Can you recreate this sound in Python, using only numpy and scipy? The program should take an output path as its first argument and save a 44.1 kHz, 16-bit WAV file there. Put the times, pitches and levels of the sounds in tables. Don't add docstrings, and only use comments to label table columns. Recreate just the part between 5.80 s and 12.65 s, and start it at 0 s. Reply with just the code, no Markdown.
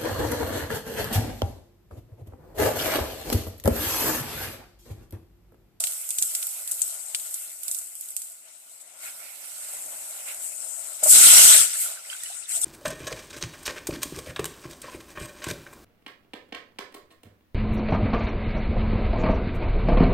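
import sys
import numpy as np
from scipy import signal
from scipy.fft import rfft, irfft, next_fast_len
from scipy.io import wavfile
from scipy.ndimage import uniform_filter1d, map_coordinates

SR = 44100
rng = np.random.default_rng(int(sys.argv[2]) if len(sys.argv) > 2 else 0)


def generate_wav(signal):
    frames = np.transpose(np.atleast_2d(signal))
    scaled = np.clip(frames, -1, 1) * 32767
    pcm = np.round(scaled).astype(np.int16)
    wavfile.write(sys.argv[1], SR, pcm)


N = 301930

# time in seconds, level in dB.
RUMBLE_LEVEL = [(0.0, -77), (1.01, -78.5), (3.03, -78), (3.09, -72.5), (3.85, -76), (4.06, -62.5),
                (4.1, -68.5), (5.19, -75), (5.22, -62), (5.36, -44), (5.74, -59), (5.91, -85), (6.5, -77),
                (6.52, -68), (6.67, -73), (6.85, -60)]
# frequency in Hz, relative density in dB per Hz.
RUMBLE_COLOUR = [(53, -50), (90, -14), (232, -6), (285, -2), (420, -6.5), (550, -10), (920, -120)]
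# centre in seconds, level in dB, half length to 1/e in seconds.
PUFFS = [(4.14, -76, .02), (4.2, -80, .02), (4.98, -84, .04), (6.55, -78, 0.05)]

# start in seconds, peak in dB,
# depth (low end) in dB, sharpness (high end) in dB, left minus right in dB.
POPS = [(0.0024, -2, -25, -20.5, -3.5), (0.038, -2, -16, -26, 3), (0.0695, -5.5, -18, -22, -5),
        (0.1201, -9, -16, -15, 1), (0.2134, -12, -26, -14, 1.5), (0.2894, -11.5, -33, -25, -14),
        (0.3044, -2.5, -23, -25, -2), (0.384, -2.5, -23.5, -31, -3), (0.4164, -13, -23, -10, -10),
        (0.423, 1, -26.5, -26.5, -2), (0.4289, -7.5, -24, -25, -3), (0.4554, -14, -30, -15, 1.0),
        (0.5372, -15, -13, -8, -4), (0.5493, -1, -23, -25, -1), (0.6268, -8.5, -21, -23, -5),
        (0.668, -4.5, -23, -12, -2), (0.8748, -5.5, -21.5, -19, 1.5), (0.9125, -3, -31, -21, -5.5),
        (0.9172, -7, -28, -19.5, 13), (0.9462, -15, -31, -16, -6), (0.9926, -8, -21, -9, 1.0),
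        (1.0166, -1, -29.5, -29, 4.5), (1.0784, -8, -28, -17.5, -1), (1.3464, -3, -12, -29.5, 3),
        (1.3964, -14, -13, -17, 1), (1.509, -10.5, -24, -8, 3), (1.5407, -7, -30, -26, -2),
        (1.832, -11, -24, -16, -8), (1.8798, -4.5, -24, -21.5, -8), (1.9124, -3, -31, -22.5, -2),
        (1.946, -12, -27, -24, -18), (1.9666, -11, -33, -17, 1.0), (1.986, -15.5, -39, -22, -22),
        (2.152, -15, -32, -16, -7), (2.209, -12, -35, -21, -6), (2.286, -13, -26, -18, -3),
        (2.304, -14.5, -32, -16, -1), (2.3643, -5, -28.5, -24.5, -6.5), (2.417, -12.5, -28.5, -25, -6),
        (2.5187, -20, -27, -15, 0.5), (4.4847, -21, -10, -20, -3), (6.434, -9.5, -23, -20, -1),
        (6.5655, -25, -27, -26, 11.0), (6.6884, -20, -22, -18, 0), (6.8144, -4.5, -39, -29.5, 3)]
# frequency in Hz, time to fall 60 dB in seconds.
WALL_DECAY = [(1500, 0.017), (4000, 0.046), (8000, 0.07), (13000, 0.011)]
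# start in seconds, level before the soft attack in dB,
# starting pitch in Hz, time to fall 60 dB in seconds.
BUBBLES = [(5.229, -22.5, 625, 0.044), (5.258, -22, 612, 0.078), (5.955, -26.5, 1740, 0.019),
           (6.058, -32.5, 1410, 0.055), (6.172, -34, 1530, 0.033), (6.251, -34, 2080, .02),
           (6.3, -16, 3050, 0.012), (6.328, -23.5, 1510, 0.018), (6.331, -26, 3240, 0.028),
           (6.332, -31, 2700, 0.025), (6.349, -31, 1500, 0.027), (6.405, -27, 3560, 0.014),
           (6.43, -40, 1880, 0.072), (6.458, -28.5, 2940, 0.038), (6.5, -38.5, 712, 0.046),
           (6.512, -39, 800, 0.03), (6.625, -33.5, 2670, .015), (6.657, -28, 3570, 0.017),
           (6.72, -27, 3980, 0.022), (6.772, -36, 675, .04), (6.835, -24, 3470, 0.027)]

# time in seconds, fine fizz in dB, sharpness (fizz
# above 10.2 kHz against the rest) in dB, gurgle in dB, lowest pot tone in dB, left minus right of the fizz
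# in dB, spatter in dB. Levels are those between surges, flares and wobbles.
OIL_BOIL = [(0.0, -34.5, -4, -59, -54, -5, -46.5), (0.26, -37.5, -1.5, -56, -64.5, -0.5, -55),
            (0.55, -35.5, -2, -57, -60, 0, -50), (0.7, -38, -1.5, -58, -61, -4, -53),
            (0.96, -40.5, -0.5, -58.5, -60, 1, -56.5), (1.25, -41.5, -3.5, -60.5, -60, 8.5, -54.5),
            (1.57, -41, 1.5, -56.5, -63, 3.5, -52.5), (1.76, -43, -3, -63, -66.5, 4.5, -57),
            (1.89, -39, 1, -58.5, -62, 0.5, -55.5), (2.08, -53, -2, -62, -68, 6, -67),
            (2.22, -44, 0.5, -64, -68, 3.5, -60.5), (2.6, -57.5, -4.5, -67, -70, 0.5, -70),
            (2.75, -55, -6, -63, -67.5, 13.5, -61.5), (2.81, -51.5, -2, -67, -69.5, 2, -62.5),
            (3.11, -52, -5.5, -62.5, -63.5, 8.5, -61.5), (3.39, -44.5, 0, -59, -60.5, -3, -53),
            (3.62, -45.5, 1, -55.5, -61.5, -7.5, -54), (3.79, -39.5, -4, -60, -60.5, -4, -49.5),
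            (4.07, -38.5, -3, -57, -55, 4.5, -55), (4.48, -39, -3.5, -55.5, -57.5, -1, -51.5),
            (4.75, -39.5, -5, -56, -59.5, 12, -58), (4.8, -36.5, -7, -61, -55.5, 7.5, -50.5),
            (4.96, -42.5, -1, -59, -57, 22.0, -54.5), (5.22, -39.5, -4, -59, -56.5, 5, -49.5)]
WATER_BOIL = [(5.228, -40, -7, -51, -39, 3, -44), (5.236, -15.5, -7, -46, -38, 5.6, -41.5),
              (5.25, -19.5, -6, -49, -54, 5.0, -40), (5.264, -21, -7, -47, -36.5, 1.1667, -39),
              (5.304, -9.5, -5, -41, -52, 2.5, -29), (5.354, -10.5, -6.5, -30.5, -39.5, 1, -20),
              (5.7, -10.5, -5, -28.5, -38.5, 1.3, -17), (5.75, -12, -6.5, -25, -39.5, 1.8, -20),
              (5.812, -15.5, -6.5, -35.5, -50, 4.1, -24), (5.862, -24, -7, -41, -50, 4.5, -33.5),
              (5.904, -31.5, -6, -46, -62, 4.7, -35.5), (5.966, -29, -6.5, -44.5, -57, 0.5, -40),
              (6.016, -23.5, -2, -46.5, -57.5, 2.3, -42.5), (6.092, -32.5, -4.5, -51, -53.5, 0.33, -42),
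              (6.206, -44.5, -6.5, -56.5, -60.5, 2.5, -51.5), (6.47, -37.5, -8, -52, -62.5, 1, -47),
              (6.502, -37.5, -8, -57, -62, 0.5, -44), (6.602, -39.5, -12, -55.5, -62.5, 13.5, -53.5),
              (6.646, -43, -15, -59, -64, 7, -50), (6.664, -53, -7, -60, -70, 6.0, -54),
              (6.696, -31, -7, -47.5, -62, 4.6, -48), (6.764, -24.5, -10, -49, -55, 4.1, -40.5),
              (6.804, -33.5, -3, -58, -58, 1.5, -55), (6.846, -20, -12, -54, -51, 6.5, -43)]
# peak in seconds, lift of the gurgle in dB, lift of the fizz in dB,
# length of the swell to 1/e in seconds.
STEAM_SURGES = [(2.71, -0.5, 4, 0.045), (2.916, -1, 4, 0.038), (3.015, 1, 6.5, 0.011),
                (3.246, 12, 9.5, 0.047), (3.426, 7.5, 1.5, 0.041), (3.65, 2, 2, 0.047),
                (3.826, 6.5, 1, .04), (3.95, 5.5, 1.5, 0.073), (4.491, 16.5, 4.5, 0.028),
                (4.65, 0, 4.5, 0.041), (6.317, 7.5, 3.5, 0.027)]
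# frequency in Hz, relative density in dB per Hz.
FIZZ_COLOUR = [(2650, -65), (4500, -26), (4840, -23.5), (6280, -19.5), (7230, -9), (7510, -7), (8000, -3),
               (10100, -11), (13100, -13), (14300, -19.5)]
# frequency in Hz, relative density in dB per Hz.
SPATTER_COLOUR = [(1710, -31.5), (2900, -6), (3230, -7.5), (4200, -6.5), (4550, -7.5), (6000, -3.5),
                  (7800, -12.5), (13200, -120)]
# frequency in Hz, width in Hz, strength in dB.
POT_LOWEST = [(617, 142, -1.5), (1026, 1000, -12), (420, 550, -23)]
POT_SECOND = [(1408, 127, 4.5), (1010, 130, -10.5)]
POT_HIGHER = [(1750, 490, -3.5), (2140, 256, 3.5), (2630, 390, -1)]

# frequency in Hz, correlation [1 = alike].
SIDE_LIKENESS = [(60, 0.75), (150, 1), (370, 1), (930, 0.68), (2330, -0.048), (5810, 0.14), (14500, -0.014)]
# frequency in Hz, left minus right in dB.
PORT_COLOUR = [(60, -7), (120, -4), (240, 3.5), (470, -5.0), (930, -1), (1850, -2), (3680, -8), (7310, 4.5),
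               (14500, -6.5)]

LAG_S = 5 / SR
TOP_HZ = 14350

DEEP_DB = -22
SURGE_TRAILS = 1.7
SURGE_TONE, SURGE_RUMBLE = 0.34, 0.34

SPITS, SPITS_END_S = 24, 2.55
SPIT_DB, SPIT_SPREAD_DB = 14, 8
SPIT_DEPTH_DB, SPIT_SHARP_DB = -26, -17

BEADS, BEADS_START_S = 700, 3.1
BEAD_DB, BEAD_SPREAD_DB = -2, 11
BEAD_HZ, BEAD_LOG_RANGE, BEAD_CYCLES = 1360, 1.03, 32

FLARE_DB, FLARE_POWER_RISE_S, FLARE_POWER_FALL_S = -32.5, 0.0079, 0.068
SPATTER_FLARES = 0.83
SECOND_DB, SECOND_LEANS, SECOND_SURGES = -7, 0.7, 0.43


def amp(db):
    return 10 ** (np.asarray(db) / 20)


def unit(x):
    return x / np.sqrt(np.mean(x ** 2) + 1e-20)


def along(points, hz):
    f, v = np.transpose(points)
    return np.interp(np.log(hz + 1), np.log(f + 1), v)


def curves(rows):
    s, *columns = np.transpose(rows)
    return [np.interp(np.arange(N) / SR, s, column) for column in columns]


def wobble(rate):
    knots = rng.standard_normal(int(N * rate / SR) + 4)
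    return map_coordinates(knots, [np.arange(N) * rate / SR])


def filtered(x, response):
    m = next_fast_len(N + 8192)
    return irfft(rfft(x, m) * response(np.fft.rfftfreq(m, 1 / SR)), m)[..., :N]


def coloured(points):
    return lambda hz: amp(along(points, hz))


def sides(db):
    return amp(np.array([db / 2, -db / 2]))


def surges():
    t = np.arange(N) / SR
    lift = 0
    for s, *db, length in STEAM_SURGES:
        width = np.where(t < s, length, SURGE_TRAILS * length)
        lift = lift + np.outer(db, np.exp(-((t - s) / width) ** 2))
    return lift


def rumble():
    t = np.arange(N) / SR
    level_db = curves(RUMBLE_LEVEL)[0] + SURGE_RUMBLE * surges()[0]
    puffs = sum(amp(db) * np.exp(-((t - s) / length) ** 2) for s, db, length in PUFFS)
    low = filtered(rng.standard_normal((2, N)), coloured(RUMBLE_COLOUR))
    low = unit(low * amp(2.0 * wobble(15.0)))
    deep_band = lambda hz: hz ** 2 / (hz ** 2 + 45 ** 2) / (1 + (hz / 110) ** 6)
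    deep = filtered(rng.standard_normal((2, N)), deep_band)
    deep = unit(deep * amp(6 * np.array([wobble(7), wobble(7)])))
    return amp(level_db) * low + (amp(level_db + DEEP_DB) + puffs) * deep


def beads():
    s, gurgle_db = np.transpose(OIL_BOIL + WATER_BOIL)[[0, 3]]
    u, tone, size = rng.random((BEADS, 3)).T
    when = BEADS_START_S + u * (N / SR - BEADS_START_S)
    hz = BEAD_HZ * np.exp(BEAD_LOG_RANGE * tone)
    db = np.interp(when, s, gurgle_db) + BEAD_DB + BEAD_SPREAD_DB * size
    return list(zip(when, db, hz, BEAD_CYCLES / hz))


def bubbles():
    out, t = np.zeros(N + SR), np.arange(SR // 8) / SR
    for s, db, hz, t60 in BUBBLES + beads():
        ring = np.sin(2 * np.pi * hz * t * (1 + 0.0094 * t / t60))
        attack = 1 - np.exp(-t / 0.0014)
        out[round(s * SR):][:len(t)] += amp(db - 60 * t / t60) * attack * ring
    return np.array([out[:N], out[:N]])


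def spits():
    s, fizz_db = np.transpose(OIL_BOIL)[:2]
    rows = []
    for u, v, w in rng.random((SPITS, 3)):
        when = SPITS_END_S * u
        peak_db = np.interp(when, s, fizz_db) + SPIT_DB + SPIT_SPREAD_DB * v
        rows.append((when, peak_db, SPIT_DEPTH_DB, SPIT_SHARP_DB, 20 * (w - .5)))
    return rows


def wall_wash(n):
    hz, t, z = signal.stft(rng.standard_normal((2, n)), SR, nperseg=64)
    decay = amp(-60 * t / along(WALL_DECAY, hz)[:, None])
    return signal.istft(z * decay, SR, nperseg=64)[1][:, :n]


def pops():
    n, lead = 2048, 512
    wait = round(.0015 * SR)
    out, f = np.zeros((2, N + 3 * n)), np.fft.rfftfreq(2 * n, 1 / SR)
    for s, db, depth_db, sharp_db, pan_db in POPS + spits():
        wash = np.roll(wall_wash(n), wait, axis=1)
        after = np.arange(n) - wait
        crack = rng.standard_normal(n) * amp(np.where(after < 0, -30, -60 * after / SR / 0.003) - 13)
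        crack[wait] = 1
        echo = .35 * np.roll(crack, round(SR * rng.uniform(.0015, .003)))
        colour = amp(along([(150, -90), (300, depth_db - 31), (1000, depth_db - 18),
                            (2500, depth_db + 4.5), (4500, depth_db + 7.5), (6000, -13.5),
                            (8500, 0), (10500, sharp_db + 16), (14000, sharp_db + 17)], f))
        pop = np.pad(crack + echo + amp(-18) * wash, ((0, 0), (lead, 0)))
        pop = irfft(rfft(pop, 2 * n) * colour)
        pop = pop / np.abs(pop.mean(0)).max()
        start = round(s * SR)
        out[:, start:start + 2 * n] += amp(db) * sides(pan_db)[:, None] * pop
    return out[:, lead:N + lead]


def flares():
    kicks, t = np.zeros(N), np.arange(SR) / SR
    for s, db, *_ in POPS:
        kicks[round(s * SR)] += amp(2 * (db + FLARE_DB))
    shape = np.exp(-t / FLARE_POWER_FALL_S) * (1 - np.exp(-t / FLARE_POWER_RISE_S))
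    return np.sqrt(np.abs(signal.fftconvolve(kicks, shape)[:N]))


def pot_air(modes, low_hz):
    def response(f):
        total = sum((-1) ** k * amp(db) * 1j * f * w / (c * c - f * f + 1j * f * w)
                    for k, (c, w, db) in enumerate(modes))
        return total / (1 + (low_hz / (f + 1)) ** 4)
    return response


def bursting(response, patchy_db, rate, spread_db, share):
    z = signal.stft(rng.standard_normal((2, N)), nperseg=256)[2]
    field = uniform_filter1d(rng.standard_normal(z.shape[1:]), size=4, axis=0)
    field = uniform_filter1d(field, size=10, axis=1)
    patches = unit(signal.istft(z * amp(patchy_db * unit(field)), nperseg=256)[1][:, :N])
    size = (rng.random(N) < rate / SR) * amp(spread_db * np.minimum(rng.exponential(size=N), 4))
    life = signal.lfilter([1], [1, -.9], size)
    bursts = unit(life * rng.standard_normal((2, N)))
    pair = np.sqrt(1 - share) * patches + np.sqrt(share) * bursts

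    def mid_side(hz):
        turn = np.arccos(np.clip(along(SIDE_LIKENESS, hz), -1, 1)) / 2
        return response(hz) * [np.cos(turn), np.sin(turn)]
    mid, side = filtered(pair, mid_side)
    return unit(np.array([mid + side, mid - side]))


def boil():
    calm_db, sharp_db, gurgle_db, seethe_db, pan_db, spatter_db = curves(OIL_BOIL + WATER_BOIL)
    lift_db, fizz_lift_db = surges()
    fizz_db = 20 * np.log10(np.hypot(amp(calm_db + fizz_lift_db), flares()))
    gurgle_db = gurgle_db + lift_db
    seethe_db = seethe_db + SURGE_TONE * lift_db
    spatter_db = spatter_db + SPATTER_FLARES * (fizz_db - calm_db)
    second_db = SECOND_DB + seethe_db + SECOND_LEANS * (spatter_db - seethe_db) + SECOND_SURGES * lift_db
    shared = wobble(22)

    fizz = bursting(coloured(FIZZ_COLOUR), patchy_db=1.5, rate=1400, spread_db=5.0, share=0.15)
    edge = unit(filtered(fizz, lambda hz: hz > 10200))
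    core = unit(filtered(fizz, lambda hz: hz <= 10200))
    spatter = bursting(coloured(SPATTER_COLOUR), patchy_db=3, rate=980, spread_db=4.5, share=0.091)
    gurgle = bursting(pot_air(POT_HIGHER, 1020), patchy_db=2.5, rate=1400, spread_db=2.0, share=0.085)
    second = bursting(pot_air(POT_SECOND, 890), patchy_db=2.0, rate=560, spread_db=12.5, share=0.065)
    seethe = bursting(pot_air(POT_LOWEST, 330), patchy_db=1.5, rate=240, spread_db=-5, share=0.069)

    fine = amp(fizz_db + 0.17 * shared) * (core * sides(pan_db) + amp(sharp_db) * edge)
    coarse = amp(0.8 * shared) * (amp(spatter_db) * spatter + amp(gurgle_db) * gurgle)
    tones = amp(second_db + 1.4 * wobble(25)) * second + amp(seethe_db + 0.54 * wobble(25)) * seethe
    return fine + coarse + amp(0.74 * shared) * tones


def scene():
    return rumble() + bubbles() + pops() + boil()


def record(dry):
    def ports(hz):
        delay = np.exp(np.outer([-1, 1], 1j * np.pi * hz * LAG_S))
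        return sides(along(PORT_COLOUR, hz)) * delay
    limited = np.clip(filtered(dry, ports), -1, 1)
    return filtered(limited, lambda hz: hz < TOP_HZ)


dry = scene()
out = record(dry)
generate_wav(out)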